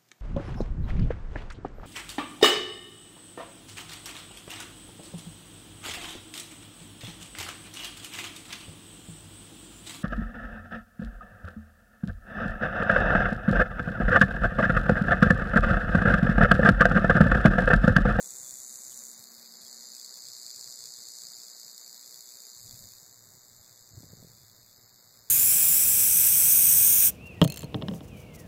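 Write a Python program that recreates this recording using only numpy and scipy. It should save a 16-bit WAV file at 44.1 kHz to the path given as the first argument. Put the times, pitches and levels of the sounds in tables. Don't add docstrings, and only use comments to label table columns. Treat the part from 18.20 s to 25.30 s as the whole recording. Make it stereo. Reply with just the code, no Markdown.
import sys
import numpy as np
from scipy import signal
from scipy.fft import rfft, irfft, next_fast_len
from scipy.io import wavfile
from scipy.ndimage import uniform_filter1d, map_coordinates

SR = 44100
rng = np.random.default_rng(int(sys.argv[2]) if len(sys.argv) > 2 else 0)


def waveform_to_disk(signal):
    frames = np.transpose(np.atleast_2d(signal))
    scaled = np.clip(frames, -1, 1) * 32767
    samples = np.round(scaled).astype(np.int16)
    wavfile.write(sys.argv[1], SR, samples)


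def level_to_linear(level):
    exponent = np.asarray(level, float) / 20
    return 10 ** exponent


N = 313103

# frequency in Hz, density in dB per Hz.
AIR_COLOUR = [(60, -5.5), (200, 2.5), (350, 6), (600, 0.5), (1000, 0), (1500, -1.5), (2000, -1.5),
              (2600, -6), (6000, -13.5), (16000, -4.5)]
# frequency in Hz, level in dB.
AIR_OWN = [(60, -32), (150, 9), (300, -3.5), (700, 4), (1400, -21.5), (3000, -11.5), (16000, -10)]
AIR_DB, AIR_FADE_DB_PER_S = -58, 0.746

# frequency in Hz, density in dB per Hz.
WIND_COLOUR = [(20, -2.5), (50, -14.5), (80, -9), (110, 9.5), (150, -5), (220, -6), (350, -24.5),
               (600, -23), (1200, -43)]
# frequency in Hz, level in dB.
WIND_OWN = [(20, -10), (60, -1), (150, -14), (500, -6)]
# middle in seconds, peak in dB, half length in seconds.
GUSTS = [
    (4.552, -51, 0.15),
    (4.903, -73, 0.055),
    (5.112, -58, 0.031),
    (5.76, -48, 0.037),
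    (5.96, -48.5, 0.097),
    (6.368, -58.5, 0.18),
    (6.99, -67, 0.14),
]
# time in seconds, peak in dB, frequency in Hz.
EDDIES = [(4.418, -52, 110), (4.469, -42, 120), (4.536, -53, 102), (4.57, -45.5, 155), (4.607, -49, 109),
          (4.642, -44, 105), (4.662, -45, 108), (4.828, -48, 134), (5.147, -46, 123), (5.176, -46, 115),
          (5.685, -54, 110), (5.718, -46, 94), (5.748, -39, 101), (5.78, -30, 110), (5.805, -39, 192),
          (5.834, -36.5, 240), (5.844, -36.5, 134), (5.865, -42, 139), (5.885, -44, 95), (5.902, -44, 192),
          (5.918, -44, 120), (5.934, -31, 154), (5.951, -42, 111), (5.973, -43, 167), (6.001, -43, 126),
          (6.028, -35, 197), (6.048, -34, 149), (6.073, -39.5, 139), (6.099, -45, 120), (6.115, -46, 142),
          (6.18, -50, 114), (6.236, -46, 96.7), (6.389, -48, 121), (6.588, -50, 108)]
CALM_DB, CALM_FADE_DB_PER_S, FRESH_DB = -57, 2.1, -62
FRESHENS_S = 4.12
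TURBULENT_S = 4.36
PORT_PHASE = -0.3

# start in seconds, stop in seconds, level in dB.
MOTOR_RUNS = [
    (0.483, 0.62, -64.5),
    (0.713, 1.76, -63.5),
]
MOTOR_HZ, MOTOR_EDGE_S, MOTOR_SAG_DB_PER_S = 229.3, 0.02, 2

# time in seconds, swings per second.
TAIL_SPEED = [(0.0, 63.58), (0.4, 64.59), (1.25, 63.64), (1.4, 63.02), (1.75, 63.35), (2.05, 61.97),
              (2.95, 60.31), (3.4, 60.94), (3.65, 60.3), (4.3, 61.92), (4.6, 61.81), (4.75, 62.91),
              (5.45, 61.07), (5.85, 61.07), (6.25, 60.73), (7.1, 60.65)]
FIRST_SWING = 2.2
# start in swings, level in dB, fade in swings, spread between swings in dB.
KNOCKS = [
    (-.12, .3, .045, 1.1),
    (0.0, -9, .11, 1.3),
    (.378, -3.5, .045, 1.5),
    (.55, -8.5, .08, 1.5),
]
# time in seconds, peak in dB.
HARD_KNOCKS = [(0.0256, -37), (0.0717, -29.5), (0.1049, -28.5), (0.183, -29), (0.2457, -27), (0.2772, -35),
               (0.3077, -28.5), (0.384, -32), (0.4778, -32.5), (0.5075, -33.5), (0.5874, -31.5),
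               (0.6494, -32), (0.68, -30.5), (0.7415, -32), (0.7738, -28.5), (0.8505, -30), (1.0388, -36.5),
               (1.4485, -37), (1.5756, -35), (1.6543, -37), (1.6864, -36), (1.7489, -32.5), (1.7961, -32),
               (1.8462, -30), (1.9395, -32.5), (1.97, -35.5), (2.0843, -30), (2.1326, -31), (2.2157, -37.5),
               (2.2636, -28.5), (2.3034, -28), (2.36, -31), (2.4105, -28.5), (2.442, -34), (2.4738, -34),
               (2.5232, -28.5), (2.557, -32), (2.6562, -29), (2.7368, -34), (2.8526, -32.5),
               (2.8837, -32.5), (2.9176, -32), (2.9846, -29.5), (3.035, -29), (3.067, -37), (3.1342, -38),
               (3.3478, -36.5), (3.3964, -31.5), (3.4305, -33.5), (3.5787, -31), (3.6142, -36),
               (3.677, -35), (3.728, -37.5), (3.827, -38.5), (3.9427, -32), (4.006, -32), (4.2519, -32),
               (4.4133, -38), (4.5092, -30.5), (4.6385, -35.5)]
HARD_UNDER_DB, HARD_FADE_S = 13.5, 0.0006
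# time in seconds, force in dB, turn in dB.
SHAKING = [(0, -40.5, -18.5), (0.8, -42, -15.5), (0.9, -43, -16), (1.0, -49, -6.5), (1.1, -50, -4.5),
           (1.3, -51.5, 1), (1.5, -46, -2.5), (2.1, -45.5, 1), (2.4, -44, -1), (3.0, -44.5, -2),
           (3.2, -46, -0.8), (3.8, -48.5, -3.5), (4.4, -47, -6), (4.7, -50, -6), (5.0, -54.5, -10.5),
           (5.8, -55, -7.5), (6.4, -58.5, -5.5), (7.09, -59, -5)]
MEAN_FORCE_DB = -48
CHATTER_DB, CONTACTS_PER_S, SIZE_SPREAD_DB = -17, 17000, 2.36
EVENNESS, KNOCK_SAMPLES = 0.75, 61
SHELTER_S, SHELTER_RAMP_S = 4.72, 0.15

# frequency in Hz, width in Hz, level in dB.
BODY = [(2868, 965, 2.5), (3216, 520, 10), (3796, 740, -2)]
# frequency in Hz, width in Hz, level in dB.
LARGE = [(4325, 472, 1.5), (5067, 645, 8.8)]
# frequency in Hz, width in Hz, level in dB.
SMALL = [(5680, 300, 3), (6794, 880, 0.5), (7495, 1000, 3.5), (8060, 1020, 1.3)]
# frequency in Hz, width in Hz, level in dB.
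RIMS = [(9430, 780, -2)]
# frequency in Hz, width in Hz, level in dB.
EDGES = [(10980, 1680, 2.5), (12030, 1800, 6.5), (13800, 2420, 3), (14400, 990, 8), (16900, 1200, -16.5)]
# offset in dB, share of force, share of turn, loss in shelter in dB,
# growth of the right port's lag in samples.
ANSWERS = [
    (-58.5, 0.19, 0.064, -4, -0.16),
    (-47, 0.66, 0.67, -1.14, -0.36),
    (-49, 1, -0.011, 0.5, -0.14),
    (-65.5, 0.79, -0.33, -15, -0.31),
    (-55, 0.09, -0.18, -6, 0.63),
]

# frequency in Hz, left over right in dB.
SHADE = [(150, -3.5), (500, 4.5), (2000, -7.5), (2750, 4.5), (3700, -4), (4900, 3), (6100, 4.5), (7700, -9),
         (9000, 2.5), (10200, -4), (11000, -1.5), (11800, -8.5), (13200, 2), (14000, -4.5)]
LATE_SAMPLES = 16
OFFSET = 0.00128
# port, first frequency in Hz, last frequency in Hz, width in Hz, depth in dB.
GAPS = [(0, 5600, 5530, 227, 14), (0, 8030, 7500, 200, 4), (0, 10000, 9600, 250, 7.5),
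        (0, 12200, 11400, 280, 8.5), (0, 13450, 12950, 230, 5), (0, 14600, 14700, 350, 3),
        (1, 5900, 5430, 303, 10), (0.999, 10360, 9830, 304, 1.5)]
# frequency in Hz, limit in dB.
DROP_SUM = [(60, -9), (170, -12), (300, -22), (2000, -14), (2330, -5), (2550, 6), (3100, 9), (3500, 3),
            (3900, -14), (5500, -8), (8300, -6), (10000, -2), (14000, -3), (15000, -1)]
# frequency in Hz, limit in dB.
DROP_DIFFERENCE = [(500, -22), (1000, -4), (1500, -8), (4000, -4), (4700, -13), (7000, -10), (9300, -6),
                   (12400, -5), (14200, -6), (14700, 0), (16000, 1)]
# frequency in Hz, level in dB.
UNHEARD = [(8600, -110), (9000, -83), (10300, -83), (10700, -110)]
MASKED_HZ, MASKED_DB = 14500, -29.5
FRAME_SHIFT = 861
WHOLE_SHARE, WHOLE_SHARE_LATE, LATE_S = 0.06, 0.2, 4.3


def in_time(rows):
    s, *columns = np.transpose(rows)
    return [np.interp(np.arange(N) / SR, s, column) for column in columns]


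def at_hz(points, hz):
    table_hz, table_db = np.transpose(points)
    return np.interp(np.log(np.maximum(hz, 1)), np.log(table_hz), table_db)


def rms_one(x):
    return x / np.sqrt(np.mean(x ** 2) + 1e-20)


def coloured(x, points, share=1):
    size = next_fast_len(N)
    hz = np.arange(size // 2 + 1) * SR / size
    return irfft(rfft(x, size) * level_to_linear(share * at_hz(points, hz)), size)[..., :N]


def drift(rate):
    r = np.exp(-40 * np.pi * rate / SR)
    slow = signal.lfilter([1], [1, -2 * r, r * r], rng.standard_normal(N // 20 + 2002))[2000:]
    return np.interp(np.arange(N) / 20, np.arange(len(slow)), rms_one(slow))


def air():
    both, left, right = coloured(rng.standard_normal((3, N)), AIR_COLOUR)
    own = coloured(np.array([left, right]), AIR_OWN)
    level_db = AIR_DB - AIR_FADE_DB_PER_S * np.arange(N) / SR + 0.94 * drift(14)
    return level_to_linear(level_db) * rms_one(both + own)


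def wind_db():
    t = np.arange(N) / SR
    power = level_to_linear(2 * np.where(t < FRESHENS_S, CALM_DB - CALM_FADE_DB_PER_S * t, FRESH_DB))
    for s, db, half_s in GUSTS:
        power = power + level_to_linear(2 * db) * np.exp(-((t - s) / half_s) ** 2)
    return 10 * np.log10(power)


def eddies():
    out = np.zeros((2, N))
    t = np.arange(-2000, 2000) / SR
    balance = level_to_linear(np.array([[0.5], [-0.5]]))
    for (s, db, hz), phase in zip(EDDIES, rng.uniform(0, 2 * np.pi, len(EDDIES))):
        at = round(s * SR)
        phase = phase + np.array([[0], [PORT_PHASE]])
        swell = np.exp(-(t * hz / 0.73) ** 2) * np.cos(2 * np.pi * hz * t + phase)
        core = 0.3 * np.exp(-(t * hz / 0.25) ** 2) * np.cos(2 * np.pi * 2.57 * hz * t + 2 * phase)
        out[:, at - len(t) // 2:at + len(t) // 2] += level_to_linear(db - 0.5) * (swell + core) * balance
    return out


def wind():
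    both, left, right = coloured(rng.standard_normal((3, N)), WIND_COLOUR)
    gusty = np.clip((np.arange(N) / SR - TURBULENT_S) / 0.05, 0.2, 1)
    own = gusty * coloured(np.array([left, right]), WIND_OWN)
    lumpy = rms_one(level_to_linear(3.3 * drift(17)) * (both + own))
    return level_to_linear(wind_db() + 2.0) * lumpy + eddies()


def motor():
    t = np.arange(N) / SR
    turns = np.cumsum(MOTOR_HZ * (1 + 0.0017 * drift(1.9))) / SR
    running = np.zeros(N)
    for on, off, db in MOTOR_RUNS:
        gate = np.clip(np.minimum(t - on, off - t) / MOTOR_EDGE_S, 0, 1)
        running += level_to_linear(db - MOTOR_SAG_DB_PER_S * (t - on)) * gate
    return running * np.sin(2 * np.pi * turns) * level_to_linear(np.array([[2.5], [-12]])) * [[1], [-1]]


def knocking():
    swings = np.cumsum(in_time(TAIL_SPEED)[0]) / SR + FIRST_SWING
    chance = np.clip(rng.standard_normal((500, 2, len(KNOCKS))), -1.6, 1.6)
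    power = level_to_linear(2 * CHATTER_DB) * np.ones(N)
    for k, (start, db, fade, spread_db) in enumerate(KNOCKS):
        since = swings - start
        force, early = chance[since.astype(int), :, k].T
        since = since % 1 - 0.018 * np.abs(early)
        rise = np.clip(since / 0.01, 0, 1)
        power += rise * level_to_linear(2 * (db + spread_db * force)) * np.exp(-since / fade)
    s, peak_db = np.transpose(HARD_KNOCKS)
    force_db = np.interp(s, *np.transpose(SHAKING)[:2])
    hard = np.zeros(N)
    hard[(s * SR).astype(int) + 20] = level_to_linear(2 * (peak_db - force_db - HARD_UNDER_DB))
    hard = signal.lfilter([1], [1, -np.exp(-1 / (HARD_FADE_S * SR))], hard)
    return np.sqrt(power + hard)


def resonance(x, hz, width_hz):
    r = np.exp(-np.pi * width_hz / SR)
    peak = [(1 - r * r) / 2, 0, (r * r - 1) / 2, 1, -2 * r * np.cos(2 * np.pi * hz / SR), r * r]
    return signal.sosfilt([peak, peak], x)


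def shell_group(shells, force, given, slip):
    sizes = level_to_linear(SIZE_SPREAD_DB * np.minimum(rng.exponential(1, N), 2))
    sizes = sizes * (rng.random(N) < CONTACTS_PER_S / SR)
    both, left, right = rng.standard_normal((3, N))
    struck = force * sizes * (np.sign(both) + 0.41 * np.array([left, right]))
    group = np.zeros((2, N))
    for k, (hz, width_hz, db) in enumerate(shells):
        group += (-1) ** k * level_to_linear(db) * resonance(struck, hz, 1.6 * width_hz)
    group = rms_one(group)
    energy = uniform_filter1d(np.mean(group ** 2, axis=0) + 1e-4, KNOCK_SAMPLES)
    group = group * (given / energy) ** (EVENNESS / 2)
    heard_at = np.arange(N) - slip * (np.arange(N) / N - 0.45)
    group[1] = map_coordinates(group[1], [heard_at], order=3, mode="nearest")
    return rms_one(group)


def rattle():
    force, out = knocking(), np.zeros((2, N))
    given = uniform_filter1d(np.roll(rms_one(force) ** 2, 14), KNOCK_SAMPLES)
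    force_db, turn_db = in_time(SHAKING)
    hidden = np.clip((np.arange(N) / SR - SHELTER_S) / SHELTER_RAMP_S, 0, 1)
    groups = (BODY, LARGE, SMALL, RIMS, EDGES)
    for shells, (offset_db, by_force, by_turn, loss_db, slip) in zip(groups, ANSWERS):
        level_db = offset_db + by_force * (force_db - MEAN_FORCE_DB) + by_turn * turn_db + loss_db * hidden
        out += level_to_linear(level_db) * shell_group(shells, force, given, slip)
    return out


def scene():
    return air() + wind() + motor() + rattle()


def cut_gaps(ports, hz, s):
    for port, first_hz, last_hz, width_hz, depth_db in GAPS:
        centre_hz = first_hz + (last_hz - first_hz) * s * SR / N
        ports[int(port)] *= level_to_linear(-depth_db * np.exp(-((hz[:, None] - centre_hz) / width_hz) ** 2))
    return ports


def joint_stereo(left, right):
    padded = np.pad([left, right], ((0, 0), (FRAME_SHIFT, 0)))
    hz, s, ports = signal.stft(padded, SR, nperseg=2048)
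    s = s - FRAME_SHIFT / SR
    ports = cut_gaps(ports, hz, s)
    spectra = np.array([ports[0] + ports[1], ports[0] - ports[1]]) / 2
    starts = np.r_[0, 8:40:4, 40:96:8, 96:144:12, 144:264:8, 264:len(hz):16]
    band_hz = hz[starts]
    power = np.add.reduceat(np.abs(spectra) ** 2, starts, axis=1)
    waver_db = np.interp(s * SR, np.arange(N), 2.5 * drift(14)) + 1.8 * rng.standard_normal(power.shape)
    limit_db = np.array([at_hz(DROP_SUM, band_hz), at_hz(DROP_DIFFERENCE, band_hz)])[..., None] + waver_db
    limit_db[0] -= 15 * np.outer(band_hz < 400, s > TURBULENT_S)
    whole = rng.random(len(s)) < np.where(s < LATE_S, WHOLE_SHARE, WHOLE_SHARE_LATE)
    limit_db -= 20 * np.outer(band_hz > 4000, whole)
    kept = power > power[::-1] * level_to_linear(2 * limit_db)
    kept &= power > level_to_linear(2 * (at_hz(UNHEARD, band_hz)[:, None] + waver_db))
    rattle_power = power[:, band_hz > 2000].sum(axis=(0, 1))
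    kept &= (band_hz < MASKED_HZ)[:, None] | (power > rattle_power * level_to_linear(2 * (MASKED_DB + waver_db)))
    kept = np.repeat(kept, np.diff(np.r_[starts, len(hz)]), axis=1)
    _, parts = signal.istft(spectra * kept, SR, nperseg=2048)
    total, difference = parts[:, FRAME_SHIFT:FRAME_SHIFT + N]
    return np.array([total + difference, total - difference])


def roll_off(x):
    return signal.sosfilt(signal.butter(12, 15770, fs=SR, output="sos"), x)


def record(dry):
    left = coloured(dry[0], SHADE, share=1 / 2)
    right = coloured(dry[1], SHADE, share=-1 / 2)
    right = -np.pad(right, (LATE_SAMPLES, 0))[:N]
    mix = joint_stereo(left, right) + OFFSET * np.array([[-1], [1]])
    return roll_off(mix)


dry = scene()
out = record(dry)
waveform_to_disk(out)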